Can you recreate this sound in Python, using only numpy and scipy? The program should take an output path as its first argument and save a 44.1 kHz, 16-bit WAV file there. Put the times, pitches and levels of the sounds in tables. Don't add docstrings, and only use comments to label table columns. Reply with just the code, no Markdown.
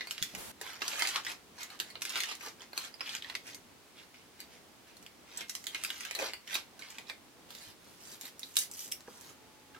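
import sys
import numpy as np
from scipy import signal
from scipy.fft import rfft, irfft, next_fast_len
from scipy.io import wavfile
from scipy.ndimage import uniform_filter1d

SR = 44100
rng = np.random.default_rng(int(sys.argv[2]) if len(sys.argv) > 2 else 0)


def wrap_up_sound(samples):
    columns = np.atleast_2d(samples).T
    tamed = np.clip(columns, -1, 1)
    steps = np.round(tamed * 32767).astype(np.int16)
    wavfile.write(sys.argv[1], SR, steps)


N = 431738
TIME = np.arange(N) / SR

# (per Hz, relative)
AIR_COLOUR = [(12, -46), (20, -20), (81, -5), (150, -5.5), (241, -1), (446, -4.5), (624, -7), (849, -7.5),
              (1220, -9.5), (1660, -12), (2260, -12), (2990, -13), (4420, -14.5), (9140, -19.5),
              (16000, -24.5)]
# freq_hz, likeness (-1 to 1)
LIKENESS = [(30, 0.1), (120, 0.35), (300, 0.69), (700, 0.4), (1500, 0.31), (3000, 0.11), (6000, 0.059),
            (16000, 0.024)]
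# start_s, level_db, body_db, sparkle_db, ring_hz, ring_share (0-1)
FOIL_SNAPS = [(0.0085, -37.5, -11.5, -22, 2120, 0.065), (0.072, -44, -1, 3, 4560, 0.79),
              (0.1098, -35.5, -11, 6, 2960, 0.082), (0.1798, -43, -16, -6, 2040, 0),
              (0.2257, -30.5, -26, 5, 3540, 0.31), (0.3499, -40.5, -6, 3.5, 2460, .14),
              (0.6135, -40.5, 9, 14.5, 1700, 0.37), (0.8194, -33, -6.5, -10, 2070, 0),
              (0.88, -34.5, -24, 0, 4680, 0), (0.9328, -40.5, 6, -17, 2410, .4),
              (0.9941, -34, -21, 10, 2420, 0.34), (1.0104, -39, -14, -10, 2300, 0.65),
              (1.022, -28.5, -5, -4.5, 2150, 0), (1.0517, -37, -14, -11, 2120, 1),
              (1.0724, -33, -25, -2, 3900, 0), (1.0886, -36, -24, 1, 5650, 0),
              (1.1596, -31.5, -8.5, -7, 4370, 0), (1.249, -43.5, -7, 0, 5990, 0.14),
              (1.2667, -38, -4, -22, 1977, 1), (1.6316, -42.5, -7, 9, 6500, 0),
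              (1.7019, -49.5, -10, 0, 4100, 0.69), (1.8004, -32.5, -9.5, -1, 3740, 0.27),
              (1.9026, -49.5, -16, -10, 4300, .7), (1.955, -44, -2.5, -27, 2970, 0.41),
              (2.0197, -35, -12, 3.5, 5700, 0.0043), (2.0522, -37.5, -10.5, 1, 4500, 0.023),
              (2.0942, -41.5, -12, 9, 4490, 0), (2.1027, -41.5, -12, 12, 2780, 0.26),
              (2.1569, -33.5, -4, -7, 2480, 0.034), (2.1738, -36, -7, -4, 2820, 0.057),
              (2.204, -32, -24, 1.5, 3500, 0.34), (2.235, -34, -15, -4, 2600, 0),
              (2.3516, -49, -14, 16, 3930, 0.23), (2.4088, -48.5, -17, -8, 2530, 0.21),
              (2.6067, -52, -17, -18, 3200, 0.96), (2.7318, -45.5, 0, -2, 4270, .6),
              (2.7771, -33, -7, 4.5, 4140, 0.59), (2.9411, -50, -8, -6, 4950, 0.8),
              (3.0075, -36.5, -2, -22, 5080, 0.54), (3.1511, -38, -11, -0.5, 4770, 0),
              (3.223, -44.5, -19, -9, 3130, .27), (3.2456, -44.5, -12, -19, 2000, 0.74),
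              (3.2992, -40.5, -8.5, -12, 2110, 0.17), (3.352, -36, -13, -7, 5230, 0),
              (3.5462, -45, -11, 3.5, 8800, 0.04), (4.143, -56.5, -12, -14, 2360, 0.2),
              (4.4034, -44.5, -9, 7, 4630, 0.6), (4.968, -55.5, -12, 19, 4240, .5),
              (5.027, -56, 0, 5, 4530, 0.18), (5.0641, -51, -25, -6, 4260, 0.13),
              (5.3737, -39.5, -7, 19, 7770, .5), (5.4081, -41.5, -7, -3, 4400, 0),
              (5.4955, -37.5, -30, 7, 5640, 0), (5.5517, -37.5, -15, 3.5, 5950, 0.07),
              (5.641, -49, -19, 4, 4950, 0.18), (5.6686, -35, -13, 5.5, 3190, 0.51),
              (5.7473, -35, -19, -9, 2170, 0.01), (5.8371, -35.5, -11, 5, 8740, 0.077),
              (5.8483, -35.5, -21, -1, 4900, 0.43), (5.9032, -37.5, -6.5, 0, 2880, 0.38),
              (6.0072, -41.5, -4, 5.5, 2490, 0.13), (6.051, -40, -15, -2, 1730, 0.39),
              (6.1106, -38, -7, 0, 2260, 0.35), (6.1505, -34.5, -8, 2, 3930, 0.63),
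              (6.3347, -39.5, -10, -6, 4430, 0.55), (6.4758, -46, -14, 1, 3030, 0.4),
              (6.5429, -35, -11, 15, 3700, 0.63), (6.5538, -32, -6.5, -5, 3550, 0.044),
              (6.7932, -49, -16, 4, 1520, .4), (6.8223, -47.5, -4, -6, 2190, 0.66),
              (6.9035, -47.5, -16, 2, 7600, 0.53), (6.984, -44, -5, -4, 2350, 0.27),
              (7.0982, -39, -4.5, -9, 2330, 0.47)]
# start_s, swell_s, fade_s, level_db, body_db, sparkle_db
FOIL_STROKES = [(0.02, 0.22, 0.12, -50.5, -15, -3), (0.62, 0.049, 0.091, -44, -3.5, -4),
                (0.82, 0.2, 0.13, -37, -5, -3.5), (1.15, 0.011, 0.021, -34.5, 0, -6),
                (1.26, 0.047, 0.01, -37.5, -4.5, -3.5), (1.585, 0.027, 0.031, -41.5, -6, -4),
                (1.7, 0.013, 0.043, -50, -3, -5), (1.82, 0.059, .04, -54, -4, -2),
                (2.06, 0.1, 0.16, -41, -9, -6.5), (2.157, 0.014, .008, -32, -6, -9),
                (2.275, 0.04, 0.0086, -37.5, -9.5, -7.5), (2.415, 0.052, 0.02, -41.5, -3, -1),
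                (2.605, .015, 0.014, -49, -4, -3.5), (2.765, 0.084, 0.022, -42.5, -5, -3),
                (3.05, 0.032, 0.086, -40.5, -14, -7), (3.23, 0.062, 0.037, -50, -7, -10),
                (3.46, 0.0074, 0.058, -45.5, -12, -3), (3.965, 0.02, 0.049, -54.5, -14, -8),
                (4.14, .01, 0.074, -60.5, -15, -13), (4.395, 0.0073, 0.022, -51, -19, -7),
                (4.51, .022, 0.038, -57, -22, -3), (4.87, 0.013, 0.028, -57.5, -6, -8),
                (5.29, 0.075, 0.025, -51.5, -12, -7), (5.375, 0.033, 0.013, -41.5, -10, -11),
                (5.495, .01, 0.14, -55, -19, 13), (5.7, 0.28, 0.092, -46.5, -9, -2),
                (6.0, 0.023, 0.12, -46.5, -11, -20), (6.183, 0.0059, .095, -35.5, -9, -6),
                (6.5, 0.049, 0.029, -37, -10.5, -5.5), (6.8, 0.013, 0.2, -52, -6, -4),
                (7.085, 0.0069, 0.0068, -44.5, -17, -8)]
# (per Hz, relative)
FOIL_COLOUR = [(120, -32), (300, -9), (550, -8.5), (800, -5), (1400, -1), (2200, -1), (3000, 1), (4200, -1),
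               (6500, -7.5), (9000, -14), (13000, -15.5), (16000, -26)]
# low_hz, high_hz
BANDS_HZ = [(300, 1500), (1500, 5500), (5500, 16000)]
# pitch_hz, t60_s, level_db (against the direct sound, at the resonance)
WRAPPER_MODES = [(1980, 0.087, -2.5), (2135, 0.045, 1), (2400, 0.016, -8.5)]
# freq_hz, t60_s
ROOM_T60 = [(100, .08), (300, 0.28), (1000, 0.17), (3000, 0.22), (7000, 0.18), (15000, 0.19)]
# start_s, level_db, pitch_hz, t60_s
KNOCKS = [(0.216, -36, 115, 0.028), (0.218, -55, 250, 0.026), (2.475, -42.5, 484, 0.058),
          (5.415, -50.5, 316, 0.066), (5.747, -44.5, 326, 0.053), (7.673, -58, 112, 0.22),
          (8.237, -49.5, 282, 0.05), (9.076, -41, 1690, 0.019), (9.081, -38.5, 470, 0.037),
          (9.468, -51, 270, .06), (9.746, -44, 1615, 0.046), (9.762, -42.5, 1320, 0.045),
          (9.764, -48.5, 434, 0.096)]
# time_s, level_db
SHIFT_CURVE = [(0.325, -69), (0.345, -51), (0.385, -54), (0.45, -69), (0.508, -57), (0.525, -80)]
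# (per Hz, relative)
SHIFT_COLOUR = [(15, -16), (40, -13), (90, 1), (150, 4), (350, -1), (800, 1), (2000, -27), (6000, -62)]
# time_s, level_db
HISS_CURVE = [(0.345, -77), (0.385, -44.5), (0.516, -48), (0.522, -80)]
# (per Hz, relative)
HISS_COLOUR = [(1000, -0.5), (6000, -5), (11000, -4), (16000, -12)]
# time_s, level_db
SLIDE_CURVE = [(6.165, -64), (6.19, -47.5), (6.235, -47.5), (6.28, -62), (6.33, -95)]
# (per Hz, relative)
SLIDE_COLOUR = [(120, -27), (300, -9), (480, -7), (620, -6), (900, -8.5), (1500, -17), (4000, -43)]
# start_s, level_db, body_db, sparkle_db, ring_hz, ring_share (0-1)
GARLIC_CRACKS = [(7.5058, -49.5, -2, 0, 3500, .06), (7.5504, -49, -11, -1, 3700, 0.038),
                 (8.2114, -44.5, -24, 6, 7340, 0.088), (8.3943, -46.5, -19, 11, 7700, 0),
                 (8.4317, -41, -29, -12, 3900, 1), (8.5679, -24.5, -14.5, 5, 3830, 0.12),
                 (8.5884, -29.5, -21, 28, 6700, .13), (8.714, -44.5, -16, 14, 8200, .2),
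                 (8.737, -47, -14, 18, 6040, 0.52), (8.7929, -42, -21, 12, 6070, 0.66),
                 (8.9176, -41.5, -24, 9, 5440, 0), (8.9215, -35, -31, 8.5, 5530, 0.46),
                 (9.0068, -56, -12, -5, 7590, .2), (9.211, -53, -8, 7, 7000, 0)]
# start_s, swell_s, fade_s, level_db, body_db, sparkle_db
GARLIC_STROKES = [(7.5, .12, .085, -52.5, -13, -3.5), (7.82, .055, 0.14, -61.5, -8, 0),
                  (8.015, 0.11, 0.031, -50.5, -11.5, 0.5), (8.22, 0.043, .012, -46, -11.5, -0.5),
                  (8.4, 0.029, 0.15, -58, -12, 7), (8.575, .048, .008, -39, -28, 6),
                  (8.75, 0.062, 0.06, -46, -17, 7.5), (9.09, 0.21, 0.016, -55, -4, 0.5)]
# (per Hz, relative)
GARLIC_COLOUR = [(150, -35), (400, -32), (900, -20.5), (2000, -11.5), (3500, -8), (6000, -9.5),
                 (9000, -11.5), (13000, -12), (16000, -22)]
# pitch_hz (before the waver), level_db
HUM = [(270, -69.5), (860, -68)]

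AIR_DB = -58
FLUTTER_DB, FLUTTER_S, FLUTTER_HZ = 1.04, 0.073, 1200
EARLY_CLICK_S, EARLY_CLICK_DB = .009, -19.5
FACET_RING_S = .0011
GRIP_DB, EASE_DB = -6, -4.5
GRIP_DB_PER_S, RELEASE_DB_PER_S = 498, 450
RELAX_DB, RELAX_DB_PER_S = -25, 100
LEFT_LAG = 2
HUM_FROM_S = 9.33
EDGE_HZ = 16300


def amp(db):
    return 10 ** (np.asarray(db) / 20)


def evened(x):
    return x / np.sqrt(np.mean(x ** 2) + 1e-20)


def unit(x):
    return x / np.sqrt(np.sum(x ** 2, -1, keepdims=True) + 1e-20)


def read(points, hz):
    f, value = np.transpose(points)
    return np.interp(np.log(hz + 1), np.log(f + 1), value)


def level(rows):
    s, db = np.transpose(rows)
    return amp(np.interp(TIME, s, db, left=-150, right=-150))


def add(mix, s, sound):
    part = mix[max(round(s * SR), 0):][:len(sound)]
    part += sound[:len(part)]


def causal(colour, size=2048):
    log_gain = np.log(amp(read(colour, abs(np.fft.fftfreq(size, 1 / SR)))))
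    spectrum = np.exp(np.conj(signal.hilbert(log_gain)))
    return np.fft.ifft(spectrum).real[:size // 2]


def tinted(x, colour):
    return signal.oaconvolve(x, causal(colour))[:len(x)]


def band_clicks(colour):
    filters = [signal.butter(N=3, Wn=band, btype="band", fs=SR, output="sos") for band in BANDS_HZ]
    return [signal.sosfilt(sos, causal(colour)) for sos in filters]


def shares(body_db, sparkle_db):
    gains = amp([body_db, 0, sparkle_db])
    return gains / np.sqrt((gains ** 2).sum(0))


def diffuse(size):
    a, b = rfft(rng.standard_normal((2, size)))
    same = np.clip(read(LIKENESS, np.fft.rfftfreq(size, 1 / SR)), -1, 1)
    return irfft([a, same * a + np.sqrt(1 - same ** 2) * b], size)


def air():
    size = next_fast_len(N // 2 + 1) * 2
    colour = amp(read(AIR_COLOUR, np.fft.rfftfreq(size, 1 / SR)))
    bed = amp(AIR_DB) * evened(irfft(rfft(diffuse(size)) * colour, size)[:, :N])
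    murmur = signal.sosfilt(signal.butter(1, FLUTTER_HZ, fs=SR, output="sos"), bed)
    span = int(FLUTTER_S * SR)
    flutter = evened(uniform_filter1d(uniform_filter1d(rng.standard_normal(N), span), span))
    return bed + (amp(FLUTTER_DB * flutter) - 1) * murmur


def snaps(rows, colour, settle, settle_s, size=2048):
    out, t, clicks = np.zeros(N), np.arange(size) / SR, band_clicks(colour)
    attack_samples = .008 * SR
    for s, db, body_db, sparkle_db, hz, share in rows:
        ticks = unit(rng.standard_normal(size) ** 3 * np.exp(-t / settle_s))
        force = signal.unit_impulse(size) + settle * ticks
        click = sum(gain * unit(band) for gain, band in zip(shares(body_db, sparkle_db), clicks))
        facet = np.diff(np.sin(2 * np.pi * hz * t) * np.exp(-t / FACET_RING_S), prepend=0)
        crack = unit(signal.fftconvolve(force, click)[:size])
        ring = unit(signal.fftconvolve(force, facet)[:size])
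        share = np.clip(share, 0, .98)
        gain = amp(db) * np.sqrt(attack_samples)
        add(out, s - EARLY_CLICK_S * rng.uniform(.7, 1.3), gain * amp(EARLY_CLICK_DB) * unit(click))
        add(out, s, gain * unit(np.sqrt(1 - share) * crack + np.sqrt(share) * ring))
    return out


def stroke(s, swell_s, fade_s):
    t = TIME[::64] - s
    early, late = np.maximum(-t, 0), np.maximum(t - swell_s - fade_s, 0)
    held_db = np.interp(t, np.cumsum([0, swell_s, fade_s]), [GRIP_DB, 0, EASE_DB])
    release_db = held_db - RELEASE_DB_PER_S * late
    relax_db = RELAX_DB - RELAX_DB_PER_S * late
    return amp(np.maximum(release_db, relax_db) - GRIP_DB_PER_S * early)


def effort(strokes):
    power = sum(np.outer(shares(body_db, sparkle_db), amp(db) * stroke(s, swell_s, fade_s)) ** 2
                for s, swell_s, fade_s, db, body_db, sparkle_db in strokes)
    return [np.interp(TIME, TIME[::64], band) for band in np.sqrt(power)]


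def rustle(strokes, colour, per_s, spread_db, cycles, hiss, count=28):
    t = np.arange(512) / SR
    chance, size, facet = rng.random(N), rng.exponential(1, N), rng.integers(0, count, N)
    kicks = amp(spread_db * np.minimum(size, 3.5)) * (chance < per_s / SR) * rng.choice([-1, 1], N)
    grains = np.zeros(N + len(t))
    hz = np.geomspace(700, 15000, count)[:, None]
    rings = unit(np.cos(2 * np.pi * hz * t) * np.exp(-t * hz / cycles)) * np.sqrt(hz)
    for i in np.flatnonzero(kicks):
        grains[i:i + len(t)] += kicks[i] * rings[facet[i]]
    swarm = evened(grains[:N]) + evened(kicks) + hiss * rng.standard_normal(N)
    out = np.zeros(N)
    for gain, click in zip(effort(strokes), band_clicks(colour)):
        band = signal.oaconvolve(swarm, click)[:N]
        local_power = abs(uniform_filter1d(band ** 2, size=1500))
        out += gain * band / np.sqrt(local_power + 1e-12)
    return out


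def wrapper(x):
    t = np.arange(SR // 5) / SR
    modes = np.zeros(len(t))
    for hz, t60, db in WRAPPER_MODES:
        peak_scale = 2 * np.log(1000) / (t60 * SR)
        modes += amp(db - 60 * t / t60) * np.cos(2 * np.pi * hz * t) * peak_scale
    return x + signal.oaconvolve(x, modes)[:N]


def foil():
    creases = amp(1) * snaps(FOIL_SNAPS, FOIL_COLOUR, settle=0.97, settle_s=0.0029)
    crinkle = rustle(FOIL_STROKES, FOIL_COLOUR, per_s=1700, spread_db=4.5, cycles=3.7, hiss=0.33)
    return wrapper(creases + amp(-2.0) * crinkle)


def reflections(table_db=-2, table_s=.0014, near_db=-6, near_s=.009, tail_db=-4.5):
    size = SR // 5
    t = np.arange(size) / SR
    table = unit(diffuse(size) * np.exp(-t / table_s))
    near = unit(diffuse(size) * np.exp(-t / near_s) * (1 - np.exp(-t / 0.0027)))
    hz, when, z = signal.stft(diffuse(size), SR, nperseg=256)
    decay = amp(-60 * when / read(ROOM_T60, hz)[:, None])
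    tail = signal.istft(z * decay, SR, nperseg=256)[1][:, :size]
    tail = unit(tail * (1 - np.exp(-t / 0.0015)))
    paths = amp(table_db) * table + amp(near_db) * near + amp(tail_db) * tail
    spectrum = rfft(paths, 2 * size)
    power = (abs(spectrum) ** 2).mean(0)
    return irfft(spectrum * np.sqrt(power.mean() / uniform_filter1d(power, size=120)))[:, :size]


def dugout(x, left_db=-4.5, right_db=-1.5, count=28, size=3000):
    paths = [reflections() for _ in range(count)]
    window = np.sin(np.pi * (np.arange(2 * size) + .5) / (2 * size))
    padded, out = np.pad(x, (size, 2 * size)), np.zeros((2, N + size))
    for k, start in enumerate(range(0, N + size, size)):
        stretch = padded[start:start + 2 * size] * window
        heard = signal.fftconvolve(stretch[None], paths[k % count], axes=1)
        for channel, sound in zip(out, heard):
            add(channel, start / SR, sound)
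    direct = np.array([amp(left_db) * np.pad(x, (LEFT_LAG, 0))[:N], amp(right_db) * x])
    return out[:, size:] + direct


def knocks(noisy=0.49, overtone=0.3):
    out, t = np.zeros(N), np.arange(SR // 4) / SR
    for s, db, hz, t60 in KNOCKS:
        puff_band = signal.butter(2, [hz / 4, hz * 2.9], "band", fs=SR, output="sos")
        puff = evened(signal.sosfilt(puff_band, rng.standard_normal(len(t))))
        modes = np.sin(2 * np.pi * hz * t) + overtone * np.sin(2 * np.pi * hz * 1.7 * t)
        soft_attack = 1 - np.exp(-t / 0.00082)
        add(out, s, amp(db - 60 * t / t60) * (modes + noisy * puff) * soft_attack)
    return out


def rub(curve, colour, per_s, grit):
    catches = rng.standard_normal(N) * (rng.random(N) < per_s / SR)
    return level(curve) * evened(tinted(rng.standard_normal(N) + grit * evened(catches), colour))


def parcel_shift():
    sides = np.array([rub(SHIFT_CURVE, SHIFT_COLOUR, per_s=55, grit=0.71) for side in "LR"])
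    bright = np.array([tinted(side, HISS_COLOUR) for side in rng.standard_normal((2, N))])
    return amp(2) * (sides + 0.3 * sides[::-1]) + level(HISS_CURVE) * evened(bright)


def potato_slide():
    return amp(4.5) * rub(SLIDE_CURVE, SLIDE_COLOUR, per_s=290, grit=1.0)


def garlic():
    cracks = amp(1.5) * snaps(GARLIC_CRACKS, GARLIC_COLOUR, settle=0.48, settle_s=0.0033)
    papery = rustle(GARLIC_STROKES, GARLIC_COLOUR, per_s=900, spread_db=2.5, cycles=3.9, hiss=0.58)
    return cracks + amp(0.4) * papery


def hum(waver=0.004):
    drift = evened(uniform_filter1d(rng.standard_normal(N), size=2000))
    turns = np.cumsum(1 + waver * drift) / SR
    tones = sum(amp(db) * np.sin(2 * np.pi * hz * turns) for hz, db in HUM)
    return tones * np.clip((TIME - HUM_FROM_S) / 0.026, 0, 1)


def scene():
    blows = knocks()
    in_room = dugout(foil() + garlic() + potato_slide() + amp(-5.0) * blows)
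    heard = in_room + amp(-10.0) * blows + parcel_shift()
    return heard * amp([[-.4], [.4]]) + (air() + hum()) * amp([[-.3], [.3]])


def record(dry):
    lowpass = signal.firwin(401, EDGE_HZ, window=("kaiser", 9), fs=SR)
    return signal.oaconvolve(dry, lowpass[None], "same")


dry = scene()
out = record(dry)
wrap_up_sound(out)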